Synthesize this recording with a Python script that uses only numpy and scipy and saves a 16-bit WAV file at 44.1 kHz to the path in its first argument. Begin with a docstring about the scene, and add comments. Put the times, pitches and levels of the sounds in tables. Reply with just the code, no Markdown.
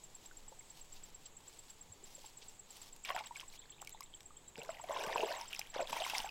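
"""A quiet lake shore: someone walks barefoot down a grassy bank, steps in and swishes something in the shallows.
The water is made of ringing bubbles, low in the slosh and high in the splash, with noise for spray, slaps and drops.
Filtered noise brushes like cloth and grass, and the feet thud softly. A near insect chirps nine times a second.
A far bird, an insect chorus, still air and a breeze lie behind. The ground reflects the water to the microphone."""
import sys
import numpy as np
from scipy import signal
from scipy.fft import rfft, irfft
from scipy.io import wavfile
from scipy.ndimage import uniform_filter1d

SR = 44100
rng = np.random.default_rng(int(sys.argv[2]) if len(sys.argv) > 2 else 0)


def to_wav(sig):
    """Store sig (one row per channel, or 1-D mono) as 16-bit WAV at the path in sys.argv[1].

    Samples outside -1..1 are clipped; the rate is SR.
    """
    pcm = np.clip(np.atleast_2d(sig), -1, 1) * 32767
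    pcm = np.round(pcm).astype(np.int16)
    wavfile.write(sys.argv[1], SR, pcm.T)  # frames by channels


N = 277830  # length of the scene [samples]
PUSH_ATTACK_S = 0.031  # time a push through the water takes to climb its last 20 dB


def undb(db):
    """Turn decibels into a gain."""
    return 10 ** (np.asarray(db) / 20)


def unit(x):
    """Scale a sound to an rms of 1."""
    return x / np.sqrt(np.mean(x ** 2))


def add(out, s, sound):
    """Mix a sound in at time s, cut off where the scene ends."""
    i = int(np.clip(s * SR, 0, N))
    out[i:i + len(sound)] += sound[:N - i]


def noise():
    """White noise as long as the scene: every pitch at once."""
    return rng.standard_normal(N)


def colour(x, points):
    """Filter x by a curve of (pitch [Hz], gain [dB]) points."""
    hz, db = np.transpose(points)
    f = np.maximum(np.fft.rfftfreq(N, 1 / SR), 1)
    gain = undb(np.interp(np.log(f), np.log(hz), db))
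    return irfft(rfft(x) * gain, N)


def band(x, lo_hz, hi_hz, order=2):
    """Keep the pitches between two edges, with gentle slopes outside them."""
    edges = [lo_hz, min(hi_hz, SR / 2 - 1)]
    return signal.sosfilt(signal.butter(order, edges, "band", fs=SR, output="sos"), x)


def wander(rate):
    """A smooth random curve with spread 1, drawing about `rate` new values a second."""
    k = int(SR / rate)
    stairs = np.repeat(rng.standard_normal(N // k + 1), k)
    return unit(uniform_filter1d(stairs, k)[:N])


def gesture(s, attack, hold, release):
    """Power of one movement: full from s through the hold, 20 dB down one attack before and one release after."""
    t = np.arange(N) / SR - s
    away = np.maximum(-t, 0) / attack + np.maximum(t - hold, 0) / release
    return undb(-20 * np.minimum(away, 10)) ** 2


def bubble(hz, cycles, rise, swell=0.14, pinch=0):
    """A dying ring, peak about 1; its pitch settles after a bubble pinches off and climbs near the surface."""
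    pinch_cycles = 4.2  # how long the pitch takes to settle
    cycles = max(cycles, 2)  # until 60 dB down
    turns = np.arange(int(cycles / hz * SR)) * hz / SR
    age = turns / cycles
    envelope = (1 - np.exp(-turns / swell)) * np.exp(-np.log(1000) * age)
    settling = pinch * pinch_cycles * (1 - np.exp(-turns / pinch_cycles))
    phase = turns * (1 - pinch / 2 + rise * age / 2) + settling
    return envelope / envelope.max() * np.sin(2 * np.pi * phase)


def burst(t60, lo_hz, hi_hz, order=2):
    """A short noise with peak 1, dying by 60 dB in t60 seconds."""
    t = np.arange(SR // 8) / SR
    dying = rng.standard_normal(len(t)) * np.exp(-np.log(1000) * t / t60)
    y = band(dying, lo_hz, hi_hz, order)
    return y / np.abs(y).max()


def cloud(db, lowest, hi_hz, cycles, rise, swell, scatter_db, busy_db, tilt_db, count):
    """Up to count bubbles a second at a level near db; below busy_db, calmer water makes fewer of them."""
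    out, total = np.zeros(N), count * N // SR
    when, keep, size, life, loud = rng.random((total, 5)).T
    at = ((np.arange(total) + when) / total * (N - 1)).astype(int)
    share = np.minimum(1, undb(db[at] - busy_db))
    hz = np.broadcast_to(lowest, N)[at] ** (1 - size) * hi_hz ** size
    # scatter makes bubbles uneven; tilt favours the high ones, or the low ones if negative
    gain = undb(db[at] + scatter_db * (2 * loud - 1) + tilt_db * (size - .5))
    for k in np.flatnonzero(keep < share):
        ring = bubble(hz[k], cycles * 2 ** (2 * life[k] - 1), rise * 2 * life[k], swell)
        # fewer or shorter rings are each made louder, to hold the level
        even = np.sqrt(SR / (count * share[k] * np.sum(ring ** 2)))
        add(out, at[k] / SR, gain[k] * even * ring)
    return out


def water():
    """Big bubbles slosh, small ones splash, spray crackles, drops fall back."""
    slosh_db, splash_db, spray_db, lowest = stirring()
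    moving = sloshing(slosh_db, lowest) + splashing(splash_db) + spraying(spray_db)
    return moving + trickle() + plunging() + single_bubbles() + slapping() + dripping()


def stirring():
    """Each push swells and settles; returns slosh, splash and spray in dB and the pitch of the biggest air pockets."""
    # a foot or hand pushes through the water: (time [s], hold [s], release [s],
    # slosh level [dB], splash level [dB], spray level [dB], lowest bubble pitch [Hz])
    pushes = [(3.069, 0.017, 0.04, -65, -54, -65, 670), (3.095, 0.018, 0.038, -42.5, -48, -83, 498),
              (3.151, 0.051, 0.031, -45, -52.5, -71.5, 617), (3.24, 0.027, 0.072, -57, -57, -82, 710),
              (3.354, 0.056, 0.038, -59.5, -63, -70.5, 684), (4.575, 0.026, 0.42, -50, -60, -73.5, 400),
              (4.695, 0.01, 0.26, -55, -62, -73.5, 560), (4.78, 0.09, 0.059, -67, -62.5, -77, 570),
              (4.895, 0.068, 0.031, -40, -52, -69, 513), (4.972, 0.15, 0.22, -39, -50.5, -66, 392),
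              (5.157, 0.061, 0.21, -36.5, -50, -64, 372), (5.271, 0.086, 0.12, -43.5, -51, -65, 526),
              (5.398, 0.0081, 0.45, -66, -57, -66.5, 640), (5.507, 0.08, 0.3, -65.5, -60.5, -68.5, 610),
              (5.757, 0.012, 0.058, -40.5, -49, -77, 530), (5.793, 0.02, 0.066, -38.5, -50, -70, 444),
              (5.897, 0.0023, 0.018, -45, -59, -55, 460), (5.93, 0.008, 0.089, -42.5, -57, -57.5, 450),
              (5.967, 0.054, 0.061, -43.5, -50, -58.5, 570), (6.05, 0.065, 0.11, -49, -50.5, -56.5, 650),
              (6.148, 0.045, 0.11, -43.5, -53.5, -53.5, 706), (6.242, 0.014, 0.13, -59, -53, -75, 720)]
    power = np.array([gesture(s, PUSH_ATTACK_S, hold, release) for s, hold, release, *_ in pushes])
    *_, slosh, splash, spray, lowest = np.transpose(pushes)
    slosh_db, splash_db, spray_db = (10 * np.log10(undb(db) ** 2 @ power) for db in (slosh, splash, spray))
    return slosh_db, splash_db, spray_db, lowest @ power / power.sum(axis=0)


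def sloshing(slosh_db, lowest):
    """Large bubbles ring low and long, over a dull noise from the bulk of the moving water."""
    out = undb(-5.5) * cloud(slosh_db, lowest, hi_hz=1056, cycles=16.1, rise=0.34, swell=1.74,
                             scatter_db=4.0, busy_db=-54, tilt_db=2.5, count=340)
    churn = unit(band(noise(), 177, 1100))
    return out + undb(slosh_db - 44.0 + 2.2 * wander(30)) * churn


def splashing(splash_db):
    """Small bubbles ring high; the finest fizz, lone droplets tick and tearing water hisses."""
    out = undb(-4.5) * cloud(splash_db, lowest=1280, hi_hz=4045, cycles=32, rise=0.24, swell=0.58,
                             scatter_db=12, busy_db=-52, tilt_db=-3, count=650)
    # the finest bubbles fizz above the splash
    out += undb(-17.5) * cloud(splash_db, lowest=4380, hi_hz=7040, cycles=54, rise=0.24, swell=1.0,
                               scatter_db=15.5, busy_db=-44.5, tilt_db=-8.0, count=550)
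    # lone droplets tick above the churn
    ticks = cloud(np.zeros(N), lowest=4200, hi_hz=15000, cycles=6, rise=0, swell=0.3,
                  scatter_db=10, busy_db=0, tilt_db=0, count=80)
    out += undb(splash_db - 21) * ticks
    # tearing water: bubbles too many to tell apart
    rough = noise() * undb(4 * wander(700) + 2.5 * wander(70))
    return out + undb(splash_db - 11.5) * unit(band(rough, 1120, 3540))


def spraying(spray_db):
    """Spray crackles as uneven noise, and its droplets patter back, each a tiny ping."""
    # tone of the spray: (pitch [Hz], gain [dB])
    spray_tone = [(200, -7), (1500, 11), (4000, 10), (6000, 5), (9000, -3), (16000, -3.5)]
    crackle = unit(noise() * undb(2.5 * wander(1500) + 2 * wander(160)))
    out = undb(spray_db + 3.5) * colour(crackle, spray_tone)
    patter = cloud(spray_db, lowest=2600, hi_hz=14300, cycles=41, rise=0, swell=0.3,
                   scatter_db=12, busy_db=-58.5, tilt_db=-9, count=900)
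    return out + undb(-1.5) * patter


def trickle():
    """Water trickles off the legs between the steps, as a thin cloud of small bubbles."""
    power = gesture(3.5, PUSH_ATTACK_S, hold=0.53, release=0.23)
    return cloud(-71.5 + 10 * np.log10(power), lowest=1500, hi_hz=4220, cycles=30, rise=0.32, swell=0.92,
                 scatter_db=8, busy_db=-66.5, tilt_db=5, count=160)


def plunging():
    """A hand plunges in with a dull thump: a burst of low noise."""
    plunges = [(4.58, -50), (5.068, -49), (5.897, -55), (5.929, -53), (6.19, -55)]  # (time [s], peak level [dB])
    out = np.zeros(N)
    for s, db in plunges:
        add(out, s, undb(db) * burst(t60=0.06, lo_hz=130, hi_hz=340))
    return out


def single_bubbles():
    """Single bubbles stand out; small ones start sharp and settle as they sink, big ones climb in pitch."""
    # single bubbles that stand out, large and small:
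    # (time [s], pitch [Hz], level [dB], length [cycles until silent])
    bubbles = [(3.049, 2420, -33.5, 33), (3.092, 1760, -24, 6.9), (3.103, 1055, -26, 29),
               (3.1043, 2100, -23, 4.7), (3.148, 724, -32, 29), (3.163, 870, -28, 19),
               (3.164, 1640, -22.5, 4.4), (3.178, 1370, -32.5, 27), (3.183, 2440, -38, 28),
               (3.208, 820, -33, 18), (3.309, 916, -36.5, 41), (3.358, 2360, -38, 95),
               (3.398, 3100, -32, 14), (3.43, 1025, -45, 44), (3.817, 794, -42, 25),
               (3.826, 1080, -35.5, 4.4), (3.874, 2340, -39, 51), (3.947, 844, -42.5, 19),
               (4.007, 1070, -38.5, 21), (4.022, 2180, -45, 43), (4.139, 3310, -42, 56),
               (4.306, 1200, -47, 49), (4.557, 2440, -33.5, 3.6), (4.581, 452, -44, 51),
               (4.617, 2770, -38, 45), (4.691, 639, -31.5, 29), (4.692, 1260, -30.5, 8.7),
               (4.703, 2110, -41.5, 28), (4.77, 2050, -43, 35), (4.797, 884, -37.5, 25),
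               (4.840, 700, -36, 26), (4.895, 610, -30, 18), (4.908, 970, -26.5, 11),
               (4.963, 1000, -27.5, 37), (5.04, 1610, -32.5, 38), (5.092, 866, -32.5, 51),
               (5.125, 3660, -32, 22), (5.129, 1880, -28.5, 24), (5.159, 947, -18.5, 9.3),
               (5.181, 2630, -26, 20), (5.198, 620, -29, 12), (5.206, 2760, -27.5, 14),
               (5.222, 510, -37, 14), (5.231, 904, -25, 21), (5.233, 425, -26, 22), (5.306, 665, -33, 43),
               (5.316, 1600, -30, 16), (5.325, 4200, -29.5, 35), (5.409, 905, -37.5, 66),
               (5.413, 5400, -31, 25), (5.53, 2620, -31.5, 15), (5.534, 2700, -29, 11),
               (5.549, 2540, -32, 17), (5.563, 5300, -34, 31), (5.592, 783, -37.5, 21),
               (5.593, 5400, -24, 15), (5.615, 2340, -29, 11.5), (5.749, 1440, -32.5, 13),
               (5.873, 3500, -33, 27), (5.762, 526, -30, 11), (5.793, 727, -26, 24),
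               (5.804, 638, -24.5, 17), (5.820, 575, -32, 28), (5.929, 900, -23.5, 14),
               (5.966, 900, -27, 15), (6.002, 3740, -29.5, 41), (6.005, 652, -32, 58),
               (6.018, 723, -28.5, 21), (6.040, 3120, -27.5, 26), (6.049, 2220, -30.5, 41),
               (6.064, 1010, -29, 23), (6.098, 2760, -31, 72), (6.135, 815, -30.5, 19),
               (6.15, 2200, -25, 32), (6.182, 5230, -23, 24), (6.163, 767, -37, 60), (6.202, 2970, -30, 25),
               (6.244, 768, -31.5, 32), (6.262, 852, -39, 57), (6.291, 2700, -36, 45)]
    small_hz = 1500  # bubbles pitched above this count as small
    out = np.zeros(N)
    for s, hz, db, cycles in bubbles:
        ring = bubble(hz, cycles, rise=0.18 * (hz < small_hz), swell=0.82, pinch=0.147 * (hz > small_hz))
        add(out, s, undb(db - 3) * ring)  # all 3 dB under the table
    return out


def slapping():
    """Skin slaps flat on the water: a short burst of middle-pitched noise."""
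    slaps = [(3.054, -38), (3.074, -44), (3.089, -34.5), (3.188, -38), (3.239, -44), (3.41, -40),
             (5.741, -37.5), (5.899, -36), (5.928, -35)]  # (time [s], peak level [dB])
    out = np.zeros(N)
    for s, db in slaps:
        add(out, s, undb(db) * burst(t60=0.045, lo_hz=835, hi_hz=4120))
    return out


def dripping():
    """Drops smack the surface: very short bursts of bright noise."""
    drops = [(2.769, -33.5, 11000), (2.963, -34, 11100), (3.05, -26, 6960), (3.162, -32, 11000),
             (3.191, -34, 8000), (3.27, -30.5, 8000), (3.366, -28.5, 5960), (3.403, -28, 9000),
             (3.818, -28.5, 12000), (3.848, -36, 12000), (3.873, -27.5, 7800), (3.894, -29.5, 10500),
             (3.904, -35, 13000), (4.007, -27, 11400), (4.03, -34.5, 11000), (4.206, -33.5, 5000),
             (4.231, -41, 8800), (4.579, -34, 6000), (4.633, -31, 8950), (4.649, -34, 7900),
             (4.839, -35, 10900), (5.037, -25, 5470), (5.05, -39, 13000), (5.065, -28.5, 14000),
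             (5.529, -28, 6200), (5.547, -26, 6960), (5.594, -20.5, 12000), (5.872, -34, 4500),
             (5.907, -28, 8000), (5.932, -27, 6960), (6.098, -21, 8000), (6.182, -17, 8900)]  # (time [s], level [dB], upper edge [Hz])
    out = np.zeros(N)
    for s, db, hz in drops:
        add(out, s, undb(db - 9.0) * burst(t60=0.012, lo_hz=2040, hi_hz=hz, order=1))  # 9 dB under the table
    return out


def walker():
    """Cloth and grass brush as noise; the feet thud softly and crush the blades."""
    # a trouser leg or a foot brushes the grass: (time [s], hold [s], release [s], level [dB])
    brushes = [(0, 1.27, 0.054, -81), (0.24, 0.019, 0.031, -76), (0.765, 0.034, 0.033, -73),
               (0.962, 0.015, 0.038, -71.5), (1.05, 0.019, 0.067, -76), (1.41, 1.16, 0.06, -82.5),
               (1.475, 0.13, 0.19, -76), (1.7, 0.0091, 0.033, -73), (2.062, 0.078, 0.14, -74.5),
               (2.21, 0.077, 0.071, -73), (2.444, 0.059, 0.13, -78.5), (2.71, 0.16, 0.06, -72),
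               (2.85, 0.65, 0.1, -81), (3.548, 0.012, 0.018, -67.5)]
    # tone of the rustle: (pitch [Hz], gain [dB])
    rustle_tone = [(300, 3.5), (900, 17.5), (1400, 7.5), (3200, 17.5), (5500, 17), (10000, 8), (16000, 6)]
    # bare feet on the turf: (time [s], pitch of the thud [Hz], level [dB])
    steps = [(.312, 1500, -44), (.480, 840, -51), (.519, 530, -45.5), (0.524, 887, -44.5),
             (0.609, 2160, -48.5), (1.898, 94, -49.5), (2.03, 390, -50), (2.18, 547, -47),
             (2.243, 870, -43), (2.422, 472, -51.5)]
    # a sole crushes a tuft of grass: (time [s], level [dB])
    crunches = [(.972, -60), (1.261, -56.5), (2.426, -55)]
    brush_attack_s, crunch_s = 0.07, 0.03

    fibres = unit(noise() * undb(2.4 * wander(1200) + 1.8 * wander(110)))
    power = sum(undb(db) ** 2 * gesture(s, brush_attack_s, hold, release) for s, hold, release, db in brushes)
    out = np.sqrt(power) * colour(fibres, rustle_tone)
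    for s, hz, db in steps:
        add(out, s, undb(db - 5) * bubble(hz, cycles=1.13 * np.sqrt(hz), rise=0))  # 5 dB under the table
    # a foot rolls onto the blades and off again
    pressure = np.zeros(N)
    for s, db in crunches:
        add(pressure, s - crunch_s / 2, undb(db) * np.hanning(int(crunch_s * SR)))
    return out + pressure * unit(band(fibres, 2460, 6050))


def insect():
    """Each wing stroke is a falling whistle with an octave; strokes differ a little in length, pitch and force."""
    # the near insect keeps time: (time [s], chirps so far)
    beat = [(.0352, 0), (1.9197, 17), (2.036, 18), (2.925, 26), (3.589, 32), (5.477, 49), (6.250, 56)]
    # one wing stroke: (time from its start [s], pitch [Hz], level [dB])
    stroke = [(0, 8500, -22), (.002, 7820, -6), (.004, 7710, -.6), (.0072, 7640, 0), (.011, 7520, -9),
              (.0145, 7500, -8), (.0175, 7470, -13), (.0195, 7460, -30), (.023, 7520, -21),
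              (.027, 7480, -32)]
    wing_return_s = .064
    s, number = np.transpose(beat)
    at, hz, db = np.transpose(stroke)
    out = np.zeros(N)
    for start in np.interp(np.arange(number[-1] + 1), number, s):
        pitch, loud, slow, late = rng.standard_normal(4)
        age = np.linspace(0, 1, int(at[-1] * SR * np.exp(.05 * slow)))
        stroke_hz = np.interp(age * at[-1], at, hz) * (1 + .0015 * pitch)
        phase = 2 * np.pi * np.cumsum(stroke_hz) / SR
        envelope = undb(np.interp(age * at[-1], at, db) + 2 * late * age)
        # the octave comes out late in the stroke
        octave = undb(-6) * age ** 2 * np.sin(2 * phase)
        chirp = envelope * (np.sin(phase) + octave)
        add(out, start, undb(-46.5 + 0.23 * loud) * chirp)
        # the wings sound faintly on their way back
        add(out, start + wing_return_s, undb(-67 + 2 * loud) * chirp)
    return out * undb(0.29 * wander(600))


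def bird():
    """Quick upward sweeps and level whistles from far away, each a sine that swells and fades."""
    # rising notes: (time [s], starting pitch [Hz], level [dB])
    sweeps = [(3.584, 3280, -63), (3.613, 2940, -61), (3.724, 3060, -64), (3.753, 3200, -71),
              (3.906, 3300, -66), (3.936, 3200, -61), (4.06, 2700, -72), (4.36, 2870, -67)]
    # level whistles: (time [s], pitch [Hz], level [dB])
    whistles = [(1.932, 4520, -69), (4.44, 3900, -70.5)]
    out = np.zeros(N)
    # each kind of note has a length [s] and a rise [octaves]
    for notes, length, rise in ((sweeps, 0.0228, .42), (whistles, 0.068, 0)):
        age = np.linspace(0, 1, int(length * SR))
        for s, hz, db in notes:
            phase = 2 * np.pi * np.cumsum(hz * 2 ** (rise * age)) / SR
            add(out, s, undb(db) * np.sin(np.pi * age) * np.sin(phase))
    return out


def shore():
    """Filtered noise for still air, a far insect chorus with top voices in waves, and a breeze on the microphone."""
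    # tone of the quiet air: (pitch [Hz], gain [dB])
    air_tone = [(10, -44), (30, -52), (70, -50), (130, -50.5), (250, -54.5), (450, -53.5), (620, -57.5),
                (900, -54.5), (1400, -63), (3500, -62), (5500, -69.5), (10000, -73.5), (16000, -77)]
    # tone of the distant insects: (pitch [Hz], gain [dB])
    chorus_tone = [(5600, -100), (6250, -70.5), (6700, -60), (6950, -60), (7250, -60.5), (7800, -67),
                   (8300, -72), (9200, -100)]
    air = undb(.5 * wander(12.0)) * colour(noise(), air_tone)
    chorus = undb(2.3 * wander(45)) * colour(noise(), chorus_tone)
    breeze = undb(-64 + 3.5 * wander(3.58)) * unit(band(noise(), 7.0, 16.5))
    return air + chorus + breeze + shrill_voices()


def shrill_voices():
    """Some far insects grow louder and shriller in slow waves: a narrow noise whose pitch and level move together."""
    crest_s, period_s = 0.68, 0.895
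    lowest_hz, climb_hz, half_width_hz = 7680, 318, 280
    t = np.arange(N) / SR
    wave = np.cos(np.pi * (t - crest_s) / period_s) ** 4
    voices = band(noise() + 1j * noise(), 1, half_width_hz)
    # turning the slow complex noise lifts it up to the moving pitch
    turning = np.exp(2j * np.pi * np.cumsum(lowest_hz + climb_hz * wave) / SR)
    return undb(-71) * (1 + wave) / 2 * unit(np.real(voices * turning))


def bank(x, lag=0.000353, bounce=0.25, scatter_db=-17, t60=0.12):
    """The ground returns the sound after lag seconds, hollowing it near 1.4 kHz; plants scatter a short tail."""
    t = np.arange(N) / SR
    tail = band(rng.standard_normal(SR // 2) * np.exp(-np.log(1000) * t[:SR // 2] / t60), 325, 12000)
    tail /= np.sqrt(np.sum(tail ** 2))
    reflection = bounce * np.interp(t - lag, t, x)
    return x + reflection + undb(scatter_db) * signal.fftconvolve(x, tail)[:N]


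def scene():
    """Everything at one microphone; the plants add a short echo to bird and insect."""
    near_insect = bank(insect(), bounce=0, scatter_db=-20)
    far_bird = undb(1.5) * bank(bird(), scatter_db=-5, t60=0.18)
    return (bank(water()) + walker() + near_insect + far_bird + shore())[None]


def record(dry):
    """The recorder cuts the top steeply above 15850 Hz."""
    return signal.sosfilt(signal.ellip(10, .2, 70, 15850, fs=SR, output="sos"), dry)


dry = scene()
out = record(dry)
to_wav(out)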